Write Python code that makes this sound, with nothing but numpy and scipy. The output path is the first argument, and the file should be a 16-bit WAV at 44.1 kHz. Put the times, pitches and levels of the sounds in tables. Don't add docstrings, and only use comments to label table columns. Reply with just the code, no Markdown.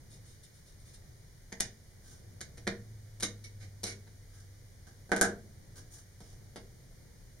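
import sys
import numpy as np
from scipy import signal
from scipy.fft import rfft, irfft, next_fast_len
from scipy.io import wavfile
from scipy.ndimage import uniform_filter1d

SR = 44100
rng = np.random.default_rng(int(sys.argv[2]) if len(sys.argv) > 2 else 0)


def wav_record(signal):
    frames = np.transpose(np.atleast_2d(signal))
    bounded = np.clip(frames, -1, 1)
    quanta = np.round(bounded * 32767).astype(np.int16)
    wavfile.write(sys.argv[1], SR, quanta)


N = 326340
RING = 16384
# (frequency [Hz], energy re the click [dB], T60 [s])
WHITE_TUBE_MODES = [(686, -10, .22), (783, -13, .1), (1338, -16, .14), (1460, -6, .04), (1576, 0, .07),
                    (1601, -6, .17), (1665, -5, .11), (1705, -13, .12), (1807, -20, .1)]


def undb(db):
    return 10 ** (np.asarray(db) / 20)


def unit(x):
    return x / np.sqrt(np.sum(x ** 2))


def along(points, size):
    hz, value = np.transpose(points)
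    return np.interp(np.log(np.arange(size // 2 + 1) * SR / size + 1), np.log(hz), value)


def tint(x, points):
    size = 2 * next_fast_len(len(x) // 2 + RING // 2)
    cepstrum = irfft(np.log(undb(along(points, size))))
    cepstrum[1:size // 2] *= 2
    cepstrum[size // 2 + 1:] = 0
    return irfft(rfft(x, size) * np.exp(rfft(cepstrum)))[:len(x)]


def add(track, start_s, x):
    i = max(int(start_s * SR), 0)
    track[i:i + len(x)] += x[:N - i]


def walk(rate_hz):
    step = int(SR / rate_hz)
    return uniform_filter1d(np.repeat(rng.standard_normal(N // step + 1), step), step)[:N]


def pair_noise(coherence, size):
    mid, side = rfft(rng.standard_normal((2, size)))
    alike = np.clip(along(coherence, size), 0, 1)
    mid, side = mid * np.sqrt((1 + alike) / 2), side * np.sqrt((1 - alike) / 2)
    return irfft(np.array([mid + side, mid - side]), size)


def background(sway_db):
    # (frequency [Hz], coherence [0-1])
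    coherence = [(130, 0.94), (300, 0.24), (700, 0.3), (1200, 0.11)]
    # (frequency [Hz], density [dB per Hz])
    rumble_spectrum = [(15, -84), (28, -73), (36, -70), (48, -82), (68, -76.5), (115, -74), (160, -82),
                       (240, -91.5), (500, -93), (1000, -107), (3000, -130)]
    hiss_spectrum = [(500, -112), (1200, -109), (1600, -102), (2000, -99), (2400, -103.5), (3100, -108),
                     (4200, -105.3), (6200, -102.3), (9000, -105), (12000, -110.5), (15500, -114.5)]
    rumble, hiss = (irfft(rfft(pair_noise(coherence, N)) * undb(along(spectrum, N)), N)
                    for spectrum in (rumble_spectrum, hiss_spectrum))
    return (rumble * undb(sway_db * walk(3.2)) + hiss) * np.sqrt(SR / 2)


def far_engine(waver_db, drift):
    peak_s, peak_db, rise_db_per_s, fade_db_per_s = 2.8, -48, 37, 4
    high_hz, idle_hz, sink_s = 109, 95.2, 0.93
    t = np.arange(N) / SR
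    before, after = np.maximum(peak_s - t, 0), np.maximum(t - peak_s, 0)
    hz = idle_hz + (high_hz - idle_hz) * np.exp(-after / sink_s)
    db = peak_db - rise_db_per_s * before - fade_db_per_s * after
    phase = 2 * np.pi * np.cumsum(hz * (1 + drift * walk(9))) / SR
    return np.sqrt(2) * np.sin(phase) * undb(db + waver_db * walk(7))


def body(click, modes):
    t = np.arange(RING) / SR
    ring = sum(undb(db) * unit(np.sin(2 * np.pi * hz * t) * np.exp(-np.log(1000) * t / t60))
               for hz, db, t60 in modes)
    return unit(tint(1. * (t == 0), click)), ring


def bench_thumps():
    # (frequency [Hz], level [dB])
    thud = [(30, -45), (60, -23), (120, -16.5), (190, 5), (400, 7), (560, -14), (720, -3.5), (1050, -15.5),
            (2000, -47), (6000, -40)]
    # (frequency [Hz], energy re the thud [dB], T60 [s])
    modes = [(204, -18, .8), (224, -20.5, .7), (310, -27, .7), (366, -17, .3), (419, -16, .25),
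             (466, -10, .22), (582, -17, .18), (640, -14, .18)]
    # (frequency [Hz], gain [dB])
    soft_contact = [(160, -3), (235, 4.5), (320, -10), (430, 1), (750, 0)]
    stiff_contact = [(160, 1), (240, -4), (320, -7), (450, 1), (720, 4), (1100, -1.5)]
    thump = unit(sum(body(thud, modes)))
    return tint(thump, soft_contact), tint(thump, stiff_contact)


def excite(force, response, treble_db, ring_db):
    click, ring = response
    vibration = signal.fftconvolve(force, click + undb(ring_db) * ring)[:RING]
    return unit(tint(vibration, [(1900, 0), (8000, treble_db)]))


def rubs(table, response, bench, slips_per_s, grain_db, thump_db):
    lightness = 0.88
    out, t = np.zeros(N), np.arange(RING) / SR
    for start_s, length_s, db, treble_db, ring_db in table:
        slips = (rng.random(RING) < slips_per_s / SR) * rng.standard_normal(RING)
        slips *= undb(grain_db * rng.exponential(size=RING))
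        force = slips * np.sin(np.pi * np.minimum(t / length_s, 1) ** 0.45)
        rumble = undb(thump_db - lightness * treble_db) * unit(signal.fftconvolve(force, bench)[:RING])
        scrape = excite(force, response, treble_db, ring_db)
        add(out, start_s, undb(db) * (scrape + rumble) * np.sqrt(length_s * SR))
    return out


def pencil_strokes(bench):
    # (time [s], duration [s], level [dB])
    strokes = [(0.097, 0.096, -59), (0.244, 0.14, -61.5), (0.43, 0.017, -52.5), (0.533, .07, -64.5),
               (0.657, 0.07, -63), (0.794, 0.028, -62), (0.851, 0.08, -60.5), (0.933, 0.02, -53)]
    # (frequency [Hz], level [dB])
    scratch = [(300, -26), (2800, -6), (4100, -31), (5000, 0), (6200, 0.5), (9000, 6.5), (12000, -5),
               (15000, -32)]
    # (frequency [Hz], energy re the slip [dB], T60 [s])
    modes = [(3750, -6, .015), (4150, -7, .012), (9000, -10, .01)]
    treble_db, ring_db = 1, -8
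    strokes = [(*stroke, treble_db, ring_db) for stroke in strokes]
    return rubs(strokes, body(scratch, modes), bench, slips_per_s=6000, grain_db=0.5, thump_db=-27)


def blows(table, response, bench, crunch, crunch_s, direct_db, rebound=None):
    out, t = np.zeros((2, N)), np.arange(RING) / SR
    contacts = [(0, 0, 0, 0)] + ([rebound] if rebound else [])
    for start_s, db, thump_db, treble_db, ring_db in table:
        for lag_s, more_db, more_treble_db, more_direct_db in contacts:
            slips = unit(rng.standard_normal(RING) ** 3 * np.exp(-t / crunch_s))
            force = (t == 0) + crunch * slips
            knock = undb(db) * excite(force, response, treble_db + more_treble_db, ring_db)
            blow = undb(more_db) * (knock + undb(thump_db) * bench)
            add(out[0], start_s + lag_s, blow)
            add(out[1], start_s + lag_s, blow * undb(direct_db + more_direct_db))
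    return out


def pencil_put_down(bench):
    # (time [s], level [dB], bench thump [dB], treble [dB], ringing [dB])
    impacts = [(1.521, -19, -23.5, -7.5, -22), (1.6013, -2.5, -23.5, 10, -8)]
    # (frequency [Hz], level [dB])
    click = [(300, 4), (1100, -14), (1800, 7), (3000, -4.5), (4500, -5.5), (6200, -0.5), (8500, -4.5),
             (11000, -8.5), (15000, -39)]
    # (frequency [Hz], energy re the click [dB], T60 [s])
    modes = [(1600, -18, .02), (3400, -18, .02), (6150, -8, .03)]
    return blows(impacts, body(click, modes), bench, crunch=3.6, crunch_s=0.0017, direct_db=2.5,
                 rebound=(0.0045, -3.5, 10, 13))


def finger_rubs(bench):
    # (time [s], duration [s], level [dB], treble [dB], ringing [dB])
    touches = [(2.03, 0.19, -59, 12, -6.5), (4.32, 0.12, -62, 10, -6), (4.86, .11, -63.5, 2.5, -4.5),
               (5.755, 0.069, -53.5, 9.5, -6.5), (5.9, 0.13, -54, 18.5, -5.5), (6.21, 0.22, -64, 7, -16)]
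    # (frequency [Hz], level [dB])
    skin = [(300, -37), (1000, -4), (1650, -6), (3000, -1.5), (4200, -5.5), (6000, -0.5), (9500, -1.5),
            (12000, -11), (15000, -12)]
    return rubs(touches, body(skin, WHITE_TUBE_MODES), bench, slips_per_s=3000, grain_db=4.5, thump_db=-2)


def black_tube(bench):
    # (time [s], level [dB], bench thump [dB], treble [dB], ringing [dB])
    impacts = [(2.407, -17.5, -32.5, 7.5, -26), (2.573, -28.5, -32.5, 5.5, -18),
               (2.6695, -7.5, -9, -8, -47), (3.200, -18.5, -42, 13.5, -22), (3.2255, -6, -15, 8, -9),
               (3.833, -11, -17, 15.5, -7), (4.070, -39.5, -49, -10, -17)]
    # (time [s], duration [s], level [dB], treble [dB], ringing [dB])
    slides = [(3.233, 0.007, -28, 13.5, -16), (3.44, 0.0057, -42.5, 13, 3.5), (3.599, 0.061, -57, 6, -13),
              (3.838, 0.091, -42, 10, -4)]
    # (frequency [Hz], level [dB])
    contact = [(300, -1), (1100, -7.5), (2000, 3.5), (2900, -5), (3400, -8.5), (4100, -4), (4900, -7),
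               (6000, -6), (9000, -6), (12000, -18.5), (15000, -44)]
    # (frequency [Hz], energy re the click [dB], T60 [s])
    modes = [(1890, -18, .06), (2245, -7, .14), (3980, -8, .035), (4130, -13, .04), (4720, -19, .07),
             (5450, -16, .05), (5800, -11, .045), (6030, -14, .045), (7120, -17, .07), (9200, -16, .03)]
    # (frequency [Hz], gain [dB])
    slide_coupling = [(1900, -4), (2250, 5), (3400, -10), (4100, -16), (4700, 3.5), (5800, -2), (7100, 2),
                      (9200, 2)]
    click, ring = body(contact, modes)
    knocks = blows(impacts, (click, ring), bench, crunch=2.1, crunch_s=0.0027, direct_db=6.5,
                   rebound=(0.006, -0.83, 0.85, 6.5))
    sliding = click, tint(ring, slide_coupling)
    return knocks + rubs(slides, sliding, bench, slips_per_s=2500, grain_db=-2, thump_db=-4)


def white_tubes(bench):
    # (time [s], level [dB], bench thump [dB], treble [dB], ringing [dB])
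    impacts = [(5.094, -28.5, -22.5, 4, -1), (5.1178, 0.5, 3, -8, -15.5), (5.164, -6, -11.5, 3, -12),
               (5.2124, 8.5, 1, 12.5, -0.5), (5.2472, -7, -4, 2, -25)]
    # (frequency [Hz], level [dB])
    click = [(300, -21), (800, -8), (1050, -2), (1550, 19.5), (2200, 6), (2900, -1), (5000, -3), (7000, 3),
             (8700, 4.5), (11500, -5.5), (15000, -29)]
    return blows(impacts, body(click, WHITE_TUBE_MODES), bench, crunch=0.03, crunch_s=0.0016, direct_db=6.5)


def glue_bottle(bench):
    # (time [s], level [dB], bench thump [dB], treble [dB], ringing [dB, no effect])
    impacts = [(6.205, -29.5, -25.5, -6, 0), (6.5595, -19, -20, -10, 0)]
    # (frequency [Hz], level [dB])
    click = [(300, -5), (650, 2), (1000, -7), (1500, 3), (3000, -2.5), (6000, 2), (10000, 5), (15000, -25)]
    return blows(impacts, body(click, []), bench, crunch=2.4, crunch_s=0.006, direct_db=7.5)


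def room(sent, straight, direct_db, tail_db, onset_s, build_s, right_lag_s):
    # (frequency [Hz], T60 [s])
    decay_times = [(120, 0.43), (350, 0.43), (700, 0.27), (1500, 0.25), (5000, 0.22), (11000, 0.16)]
    # (delay [s], level [dB], lag on the right [s])
    reflections = [(.0044, -19, .00009), (.0054, -9, -.00012), (0.0096, -24.5, .0002),
                   (0.0162, -8.5, -0.011)]
    # (frequency [Hz], coherence [0-1])
    coherence = [(200, 1), (700, 0.88), (1500, 0.12), (3000, 0.033)]
    # (frequency [Hz], left minus right [dB])
    balance = [(900, 0.6), (2000, -3), (4000, -1.5), (6200, -4), (8000, 2.8), (11000, 7.3), (15000, 6.8)]
    size = 2 * RING
    t, hz = np.arange(size) / SR, np.arange(size // 2 + 1) * SR / size

    def arrival(delay_s, lag_s):
        return irfft(np.exp(-2j * np.pi * hz * np.array([[delay_s], [delay_s + lag_s]])))

    noise, t60 = rfft(pair_noise(coherence, size)), along(decay_times, size)
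    half_octave = np.floor(2 * np.log2(np.maximum(hz, 100)))
    build_up = np.clip((t - onset_s) / build_s, 0, 1)
    tail = 0
    for index in np.unique(half_octave):
        band = half_octave == index
        envelope = build_up * np.exp(-np.log(1000) * t / t60[band].mean())
        tail = tail + unit(irfft(noise * band) * envelope) * np.sqrt(2 * np.mean(band))
    echoes = undb(tail_db) * tail + sum(undb(db) * arrival(s, lag) for s, db, lag in reflections)
    direct = undb(direct_db) * arrival(0, round(right_lag_s * SR) / SR)
    sent = tint(sent, [(6000, 1.38), (14000, -13.0)])
    reverberant = signal.fftconvolve(sent[None], echoes[:, :RING + RING // 2])[:, :N]
    left, right = reverberant + signal.fftconvolve(straight[None], direct[:, :RING])[:, :N]
    return np.array([tint(left, [(f, db / 2) for f, db in balance]),
                     tint(right, [(f, -db / 2) for f, db in balance])])


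def scene():
    ambience = background(sway_db=2.0) + far_engine(waver_db=1.5, drift=0.0073)
    soft, stiff = bench_thumps()
    sent, straight = (pencil_strokes(soft) + pencil_put_down(soft) + finger_rubs(soft)
                      + black_tube(soft) + white_tubes(stiff) + glue_bottle(soft))
    return ambience + room(sent, straight, direct_db=-10, tail_db=-0.5,
                           onset_s=0.00065, build_s=0.0004, right_lag_s=0.00003)


def record(dry):
    # (frequency [Hz], width of one pass [Hz])
    notches = [(2630, 330), (7700, 640)]
    top_hz = 15750
    for hz, width_hz in notches:
        notch = signal.iirnotch(hz, hz / width_hz, fs=SR)
        dry = signal.lfilter(*notch, signal.lfilter(*notch, dry))
    return signal.sosfilt(signal.ellip(8, .2, 70, top_hz, fs=SR, output="sos"), dry)


dry = scene()
out = record(dry)
wav_record(out)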